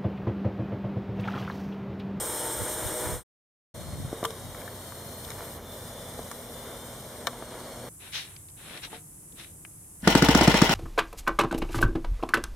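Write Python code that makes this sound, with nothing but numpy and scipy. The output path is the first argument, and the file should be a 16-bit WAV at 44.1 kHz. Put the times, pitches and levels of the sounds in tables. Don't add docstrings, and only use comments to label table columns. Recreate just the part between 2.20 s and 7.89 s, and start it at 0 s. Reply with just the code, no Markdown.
import sys
import numpy as np
from scipy import signal
from scipy.fft import rfft, irfft
from scipy.io import wavfile
from scipy.ndimage import uniform_filter1d, map_coordinates

SR = 44100
rng = np.random.default_rng(int(sys.argv[2]) if len(sys.argv) > 2 else 0)


def to_wav(s):
    ch = np.atleast_2d(s).T
    pcm = np.round(np.clip(ch, -1, 1) * 32767)
    wavfile.write(sys.argv[1], SR, pcm.astype(np.int16))


N = 250929

# t/s, slower pair f/Hz, faster pair f/Hz
SHAFT_SPEEDS = [(0, 60.46, 63.17), (.42, 59.97, 64.23), (.55, 61.6, 63.18), (.72, 61.04, 63.14),
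                (1, 61.47, 62.64), (1.55, 58.6, 66.29), (2.3, 61.16, 70.08), (2.65, 61.4, 67.86),
                (2.82, 58.75, 68.75), (3.1, 59.12, 66.53), (3.451, 58.1, 65.69), (3.8, 60.4, 65.86),
                (4.25, 59.64, 64.63), (4.55, 59.8, 66.37), (4.85, 60, 66.27), (5.3, 60.24, 62.9),
                (5.69, 61.02, 63.36)]
# f/Hz, relative level/dB
BUZZ_SPECTRUM = [(60, -26), (120, -8.5), (185, -15), (245, -13), (310, 2), (370, -1.5), (430, 1), (490, 1),
                 (555, -6), (615, 2), (690, -10), (900, -3), (1100, -10.5), (2500, -13), (5000, -28)]
# t/s, lag/ms, mean strength (0-1)
ROAD_ECHO = [(0, 1.33, .3), (.2, 1.355, .24), (.55, 1.35, .2), (.75, 1.392, .26), (1, 1.435, .3),
             (1.55, 1.45, 0), (2.25, 1.53, .05), (2.5, 1.548, .34), (2.7, 1.605, .42), (3, 1.642, .4),
             (3.45, 1.7, .28), (3.9, 1.582, .32), (4.1, 1.535, .2), (4.3, 1.44, .3), (4.7, 1.324, .35),
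             (4.95, 1.21, .3), (5.25, 1.1, .15), (5.69, .87, .3)]
# t/s, lag/ms, mean strength (0-1)
HOUSE_ECHO = [(0, 1.96, .18), (.5, 1.9, .08), (1.55, 1.875, .28), (2, 1.935, .36), (2.2, 1.858, .34),
              (2.37, 1.83, .22), (2.6, 1.86, .2), (3.3, 2.07, .14), (4.4, 2, .17), (5, 1.85, .12),
              (5.69, 1.85, .1)]
# f/Hz, width/Hz, relative level/dB
GEAR_RESONANCES = [(5400, 210, -3), (8220, 640, 13), (8760, 350, 12.5), (9450, 810, 10.5),
                   (10700, 210, -5.5)]
# f/Hz, relative level/dB
NEAR_HISS_SPECTRUM = [(1200, -47.5), (3200, -2), (5000, -7.5), (7300, -1), (9000, -11), (11000, -3),
                      (13000, -0.5), (15500, -2)]
# f/Hz, relative level/dB
FAR_HISS_SPECTRUM = [(1200, 4.5), (3400, 4), (5000, 5.5), (7300, 2.5), (9000, 4.5), (11000, -2), (12500, 6),
                     (15500, -1.5)]
# f/Hz, relative level/dB
NEAR_SCATTER = [(1200, -19), (2000, -20.5), (3500, 0), (5000, -5.5), (6300, -7), (9000, -11), (12000, -3.5),
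                (13000, -21), (15000, -16)]
# f/Hz, relative level/dB
FAR_SCATTER = [(1200, -6), (2000, -5), (3500, 7), (6000, -4.5), (9000, 7), (12000, 5), (15000, 2)]
# f/Hz, relative level/dB
NEAR_WASH_SPECTRUM = [(100, -17.5), (250, -5), (330, 6), (400, -7.5), (460, 7.5), (660, -2.5), (740, 2),
                      (1000, -3.5), (1400, -2), (2000, -6.5), (3500, -8), (7000, -20)]
# f/Hz, relative level/dB
FAR_WASH_SPECTRUM = [(100, -54), (250, 0.5), (350, -2.5), (500, 4), (680, 1.5), (790, -6), (1000, -4.5),
                     (1400, -9), (2000, -14), (3500, -12), (7000, -55)]
# t/s, 1/e half-length/s, rise/dB
WASH_SURGES = [(0.436, 0.17, 1), (0.81, 0.081, 0), (2.0, .1, 3), (2.437, 0.067, 3), (3.197, 0.067, 3),
               (3.38, 0.022, 3), (3.85, 0.063, 2.5), (4.487, 0.083, 4), (5.47, 0.29, 3.5)]
# t/s, 1/e half-length/s, mean level/dB, multiple of shaft speed
BLADE_FLARES = [(.06, .08, -52, 17), (.28, .17, -48, 15), (.53, .07, -45, 10), (.73, .06, -43.5, 10),
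                (.82, .05, -46, 8), (.88, .07, -51, 16)]
# t/s, base pitch f/Hz, base level/dB
SHRILL_WHINE = [(0, 8190, -42), (.2, 8320, -39.5), (.32, 8320, -42), (.55, 8370, -45.5), (.72, 8500, -46),
                (1.03, 8260, -45)]
# ratio to base pitch, relative level/dB
SHRILL_PARTIALS = [(.395, -13), (.64, -13), (1, -.5), (1.075, -4), (1.165, -4.5)]
# f/Hz, relative level/dB
RUMBLE_SPECTRUM = [(25, -16), (45, 2.5), (80, -1), (140, 0.5), (220, -1), (330, -22), (600, -7),
                   (1500, -20), (5000, -22.5), (12000, -24)]
# t/s, 1/e half-length of power/s, relative level/dB
AIR_BUFFETS = [(0.42, 0.017, -38), (0.662, 0.01, -38.5), (0.944, 0.072, -38), (1.617, 0.07, -43),
               (1.74, 0.042, -38), (1.805, 0.014, -37), (1.853, 0.047, -40), (2.27, 0.044, -46.5)]
# f/Hz, relative level/dB
DOWNWASH_SPECTRUM = [(25, -22.5), (60, 3.5), (110, 0.0), (180, -7.5), (300, -27.0), (1000, -57.5)]
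BREEZE_SPECTRUM = [(25, -34), (60, -4.5), (110, 0.5), (180, -8), (300, -16.0), (1000, -60)]
# t/s, gain/dB
TOP_HISS = [(1.55, -2.5), (2.2, -1.5), (2.45, 2.5), (2.7, 0.5), (2.95, 2), (3.37, 3), (3.47, 3), (3.75, 0),
            (4.2, 1.5), (5, -1), (5.3, -3), (5.69, -1.5)]
# t/s, 1/e half-length/s, mean level/dB, line
FAR_WHINES = [(1.682, .2, -58, "high"), (2.09, 0.35, -59, "middle"), (2.85, 0.5, -58, "high"),
              (3.52, 0.083, -53.5, "middle"), (3.82, 0.24, -56.5, "middle"), (4.5, 0.32, -58, "middle"),
              (4.6, 0.25, -62, "low"), (5.48, 0.3, -57.5, "high")]
WHINE_RATIOS = {"low": (0, 52), "middle": (1, 54), "high": (0, 71.5)}
# t/s, ring peak level/dB, centre f/Hz, spread/octaves,
# crack level relative to ring/dB, ring time relative to free ring
FINGER_KNOCKS = [(1.847, -27, 140.3, 0.59, -50, 1), (1.9291, -19.5, 376, 0.78, -40, 0.46),
                 (2.0293, -16, 555, 0.98, -27, 0.98), (2.04, -21, 3460, 0.27, -2, 0.51),
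                 (2.047, -20, 960, 0.18, -20, 1.4), (2.0507, -12, 980, 0.87, -7, 0.52),
                 (2.052, -34, 451, 0.13, -50, 1.04), (2.0525, -17.5, 3100, 0.083, -1, 0.33),
                 (2.106, -21.5, 2580, 1.6, -19, 0.39), (2.348, -30.5, 1740, 0.47, -10, .7),
                 (2.416, -30.5, 1750, 0.35, -14, .6), (2.478, -27, 1690, 0.22, -20, 1),
                 (2.722, -28, 1420, 0.48, -22, .6), (3.049, -26, 4006, 0.54, -11, .8),
                 (3.104, -23, 1830, 2.7, -4, 0.87), (3.117, -27, 3006, 0.85, -5, 0.64),
                 (3.992, -25, 542.5, 0.6, -22, 0.44), (4.114, -22.5, 1300, 0.52, -2.5, 0.58),
                 (5.0703, -10, 3007, 0.77, -7.5, 1.3), (5.0714, -12.5, 1468, 0.58, -31, 1.24),
                 (5.0733, -22.5, 700, 0.41, -34, 1), (5.132, -29, 707, 1.2, -22, .5),
                 (5.2242, -24, 651, 0.8, -26, .4)]
# f/Hz, free t60/s, relative level/dB
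BODY_MODES = [(139, 0.044, 8), (265, 0.027, 6), (365, 0.054, 3), (451, 0.3, -4), (560, 0.024, 6),
              (675, 0.042, 4), (1010, 0.04, 0), (1160, 0.052, 4), (1350, 0.042, -1), (1560, 0.029, 0),
              (1770, 0.028, 1), (2230, 0.026, 6), (3080, 0.014, 3), (3680, 0.016, 5), (4130, 0.02, -3),
              (5500, 0.015, 2)]
# t/s, 1/e half-length of power/s, relative level/dB
FINGER_RUBS = [(2.46, 0.027, -59), (3.108, 0.019, -46), (3.211, 0.03, -46.5)]
# f/Hz, relative level/dB
RUB_SPECTRUM = [(150, -10), (450, 2), (900, 6), (1800, 2), (3000, -10), (6500, -12), (12000, -35)]
# f/Hz, width/Hz
CAMERA_NOTCHES = [(2610, 835), (4600, 500), (7930, 340)]

NEAR_HISS_BASE_DB, NEAR_WASH_BASE_DB, CLIMB_DB_PER_S = -34.5, -36, -2.5
FAR_HISS_BASE_DB, FAR_WASH_BASE_DB = -48, -45.5
BANK_S, HISS_DB_PER_S = 3.85, -0.65
DIP_START_S, DIP_FALL_S, DIP_RECOVER_S, DIP_DB = 3.37, .03, .13, -13
BLADE_DB, OCTAVE_DB, OCTAVE_DB_PER_S = -58.5, -60.5, 1.8
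ENGINE_S, ENGINE_LENGTH_S, ENGINE_DB = 2.7, 2.1, -50.5
ENGINE_HZ, ENGINE_HZ_PER_S = 89.5, -2
FADE_START_S, FADE_END_S, RETURN_S, RETURN_RISE_S = 0.91, 1.034, 1.54, 0.0082
TOP_HZ = 15700

T = np.arange(N) / SR
FREQ = np.maximum(np.fft.rfftfreq(N, 1 / SR), 1)
SIDES = np.array([[1], [-1]])


def undb(db):
    return 10 ** (np.asarray(db) / 20)


def unit(x):
    return x / np.sqrt(np.mean(x ** 2))


def curves(rows):
    s, *columns = np.transpose(rows)
    return [np.interp(T, s, c) for c in columns]


def shape(points, hz):
    f, db = np.transpose(points)
    return undb(np.interp(np.log(hz), np.log(f), db))


def colour(x, gain):
    return unit(irfft(rfft(x) * gain, N))


def noise():
    return rng.standard_normal(N)


def walk(rate_hz):
    hold = int(SR / rate_hz)
    steps = np.repeat(noise()[:N // hold + 1], hold)
    return unit(uniform_filter1d(uniform_filter1d(steps, hold), hold)[:N])


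def tone(hz):
    return unit(np.sin(2 * np.pi * np.cumsum(hz) / SR))


def swell(s, length_s):
    return np.exp(-((T - s) / length_s) ** 2)


def rotor_turns():
    turns = []
    for hz in curves(SHAFT_SPEEDS):
        for rear in (0, 1):
            shaft_hz = hz * (1 + rear * .012 + .003 * walk(9))
            turns.append(np.cumsum(shaft_hz) / SR + rng.random())
    return turns


def buzz(turns, odd_db=-4, flutter_db=2.5, rotor_db=(0, -6, -2, -7), count=48):
    out, cycle = 0, np.linspace(0, 1, 2048)
    k = np.arange(1, count + 1)[:, None]
    gains = shape(BUZZ_SPECTRUM, k * SHAFT_SPEEDS[0][1]) * undb(odd_db * (k % 2))
    for turn, db in zip(turns, rotor_db):
        phases = 2 * np.pi * (k * cycle + rng.random((count, 1)))
        one_turn = np.sum(gains * np.sin(phases), axis=0)
        out = out + np.interp(turn % 1, cycle, one_turn) * undb(db + flutter_db * walk(21.95))
    return unit(out)


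def chop(turns, sharpness=0.2):
    power = sum(np.exp(sharpness * np.cos(4 * np.pi * turn)) for turn in turns)
    return unit(np.sqrt(power))


def echoes(x, fade_db=2.5):
    out = x
    for lag_ms, share in (curves(ROAD_ECHO), curves(HOUSE_ECHO)):
        delayed = map_coordinates(x, [np.arange(N) - lag_ms * SR / 10 ** 3], order=3)
        out = out + share * undb(fade_db * walk(7)) * delayed
    return unit(out)


def drone(flight, turns, wash_spectrum, hiss_spectrum, scatter, gear_db,
          hiss_trim_db, rotors_trim_db, buzz_db, side_db):
    hiss_level, wash_level = undb(flight)
    blades = chop(turns)
    gear_power = sum(undb(db + gear_db) ** 2 / (1 + (2 * (FREQ - hz) / width) ** 2)
                     for hz, width, db in GEAR_RESONANCES)
    air = shape(hiss_spectrum, FREQ)
    hiss = echoes(colour(blades * noise(), np.sqrt(air ** 2 + gear_power)))
    scattered = echoes(colour(blades * noise(), air * shape(scatter, FREQ))) * undb(side_db)
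    wash = colour(blades * noise(), shape(wash_spectrum, FREQ)) * undb(1.0 * walk(25))
    rotors = undb(rotors_trim_db) * unit(wash + undb(buzz_db) * buzz(turns))
    hiss_gain = hiss_level * undb(hiss_trim_db + 0.65 * walk(60))
    wide_hiss = (hiss + SIDES * scattered) * undb(SIDES * 0.82)
    return wash_level * rotors + hiss_gain * wide_hiss


def surges():
    return sum(db * swell(s, length_s) for s, length_s, db in WASH_SURGES)


def near_flight():
    return NEAR_HISS_BASE_DB + CLIMB_DB_PER_S * T, NEAR_WASH_BASE_DB + surges()


def shrill(jitter=.008, waver=.003, flutter_db=2.5):
    hz, db = curves(SHRILL_WHINE)
    out = 0
    for ratio, tone_db in SHRILL_PARTIALS:
        level = undb(db + tone_db + flutter_db * walk(40))
        out = out + level * tone(ratio * hz * (1 + waver * walk(14) + jitter * walk(600)))
    return out


def street(rumble_db=-47, side_db=-17):
    mid, side = (colour(noise(), shape(RUMBLE_SPECTRUM, FREQ)) for _ in range(2))
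    rumble = undb(rumble_db + 1.0 * walk(3.9)) * (mid + SIDES * undb(side_db) * side)
    hz = ENGINE_HZ + ENGINE_HZ_PER_S * (T - ENGINE_S)
    engine_level = swell(ENGINE_S, ENGINE_LENGTH_S) * undb(ENGINE_DB + 0.59 * walk(6))
    return rumble + engine_level * tone(hz * (1 + 0.039 * walk(10)))


def buffets(near_side_db=0, far_side_db=-4, breeze_db=-54):
    strength = np.sqrt(sum(undb(db) ** 2 * swell(s, length_s) for s, length_s, db in AIR_BUFFETS))
    downwash, breeze = shape(DOWNWASH_SPECTRUM, FREQ), shape(BREEZE_SPECTRUM, FREQ)
    near = colour(noise(), downwash) + SIDES * undb(near_side_db) * colour(noise(), downwash)
    far = colour(noise(), breeze) + SIDES * undb(far_side_db) * colour(noise(), breeze)
    air = np.where(T < FADE_END_S, (strength + undb(breeze_db)) * near, strength * far)
    return air * undb(SIDES * 0.73)


def flares(turns, flutter_db=2.5):
    out = 0
    for s, length_s, db, multiple in BLADE_FLARES:
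        harmonic = unit(np.sin(2 * np.pi * multiple * turns[0]))
        out = out + undb(db + flutter_db * walk(35)) * swell(s, length_s) * harmonic
    return out


def far_flight():
    bank_db = HISS_DB_PER_S * np.abs(T - BANK_S)
    dip_times_s = np.cumsum([0, DIP_FALL_S, DIP_RECOVER_S])
    dip_db = np.interp(T - DIP_START_S, dip_times_s, [0, DIP_DB, 0])
    return FAR_HISS_BASE_DB + bank_db + dip_db, FAR_WASH_BASE_DB + surges()


def beamed(x, edges_hz=(11000, 13800)):
    air_db, = curves(TOP_HISS)
    for hz in edges_hz:
        top = irfft(rfft(x) / (1 + (hz / FREQ) ** 20), N)
        x = x + (undb(air_db) - 1) * top
    return x


def far_tones(turns, jitter=0.009, flutter_db=2, waver=.005):
    octave_db = OCTAVE_DB + OCTAVE_DB_PER_S * (T - RETURN_S)
    blade_rate = unit(np.sin(4 * np.pi * turns[0]))
    octave = unit(np.sin(8 * np.pi * turns[0]))
    out = undb(BLADE_DB + 2 * walk(11.0)) * blade_rate + undb(octave_db + 2 * walk(11)) * octave
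    shaft_hz = curves(SHAFT_SPEEDS)
    for s, length_s, db, line in FAR_WHINES:
        pair, multiple = WHINE_RATIOS[line]
        hz = multiple * shaft_hz[pair] * (1 + waver * walk(12) + jitter * walk(200))
        out = out + swell(s, length_s) * undb(db + flutter_db * walk(110)) * tone(hz)
    return out


def knocks(crack_s=0.0036, rattle_s=0.006, rattle_db=-18, side_db=-2, lean_db=4.0):
    out, t = np.zeros((2, N)), T[:SR // 5]
    hz, t60_s, mode_db = np.transpose(BODY_MODES)[:, :, None]
    ports = undb(SIDES * lean_db * np.clip(np.log2(hz.T / 1000), 0, 2))
    bins_hz = np.maximum(np.fft.rfftfreq(len(t), 1 / SR), 1)
    for s, db, centre_hz, octaves, crack_db, free in FINGER_KNOCKS:
        def contact(f):
            return np.exp(-(np.log2(f / centre_hz) / octaves) ** 2 / 2)

        modes = np.sin(2 * np.pi * hz * t) * np.exp(-np.log(1000) * t / (t60_s * free))
        ring = ports @ (modes * undb(mode_db) * contact(hz))
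        band_hz = np.minimum(centre_hz * 2 ** (octaves * np.array([-1.7, 2.2])), .45 * SR)
        ring = signal.sosfilt(signal.butter(2, band_hz, "band", fs=SR, output="sos"), ring)
        rattle = unit(irfft(rfft(rng.standard_normal(len(t))) * contact(bins_hz), len(t)))
        rattle = rattle * np.exp(-t / rattle_s) * undb(rattle_db)
        crack = uniform_filter1d(rng.standard_normal((2, len(t))), size=2)
        mid, side = crack * np.exp(-t / crack_s) * undb(crack_db) / 2
        knock = ring / np.abs(ring).max() + rattle + mid + SIDES * undb(side_db) * side
        i = int(s * SR)
        out[:, i:i + len(t)] += undb(db) * knock
    return out


def rubs(slips_per_s=1200, scatter_db=3):
    pressure = np.sqrt(sum(undb(db) ** 2 * swell(s, length_s) for s, length_s, db in FINGER_RUBS))
    ticks = rng.random(N) < slips_per_s / SR
    slips = ticks * noise() * undb(scatter_db * rng.standard_normal(N))
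    return pressure * colour(slips, shape(RUB_SPECTRUM, FREQ))


def scene():
    turns = rotor_turns()
    near = drone(near_flight(), turns, NEAR_WASH_SPECTRUM, NEAR_HISS_SPECTRUM, NEAR_SCATTER,
                 gear_db=-6.5, hiss_trim_db=0.83, rotors_trim_db=0.0, buzz_db=2, side_db=-13.0)
    far = drone(far_flight(), turns, FAR_WASH_SPECTRUM, FAR_HISS_SPECTRUM, FAR_SCATTER,
                gear_db=-4, hiss_trim_db=1, rotors_trim_db=-0.5, buzz_db=-3.0, side_db=-1.0)
    near = near + flares(turns) + shrill()
    far = beamed(far) + far_tones(turns)
    flight = np.where(T < FADE_END_S, near, far)
    return flight + street() + buffets() + knocks() + rubs()


def record(dry):
    for hz, width_hz in CAMERA_NOTCHES:
        dry = signal.lfilter(*signal.iirnotch(hz, hz / width_hz, fs=SR), dry)
    dry = signal.sosfilt(signal.butter(10, 14900, fs=SR, output="sos"), dry)
    fade_times_s = [FADE_START_S, FADE_END_S, RETURN_S, RETURN_S + RETURN_RISE_S]
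    fade = np.interp(T, fade_times_s, [1, 0, 0, 1])
    return signal.sosfilt(signal.ellip(12, .2, 80, TOP_HZ, fs=SR, output="sos"), dry * fade)


dry = scene()
out = record(dry)
to_wav(out)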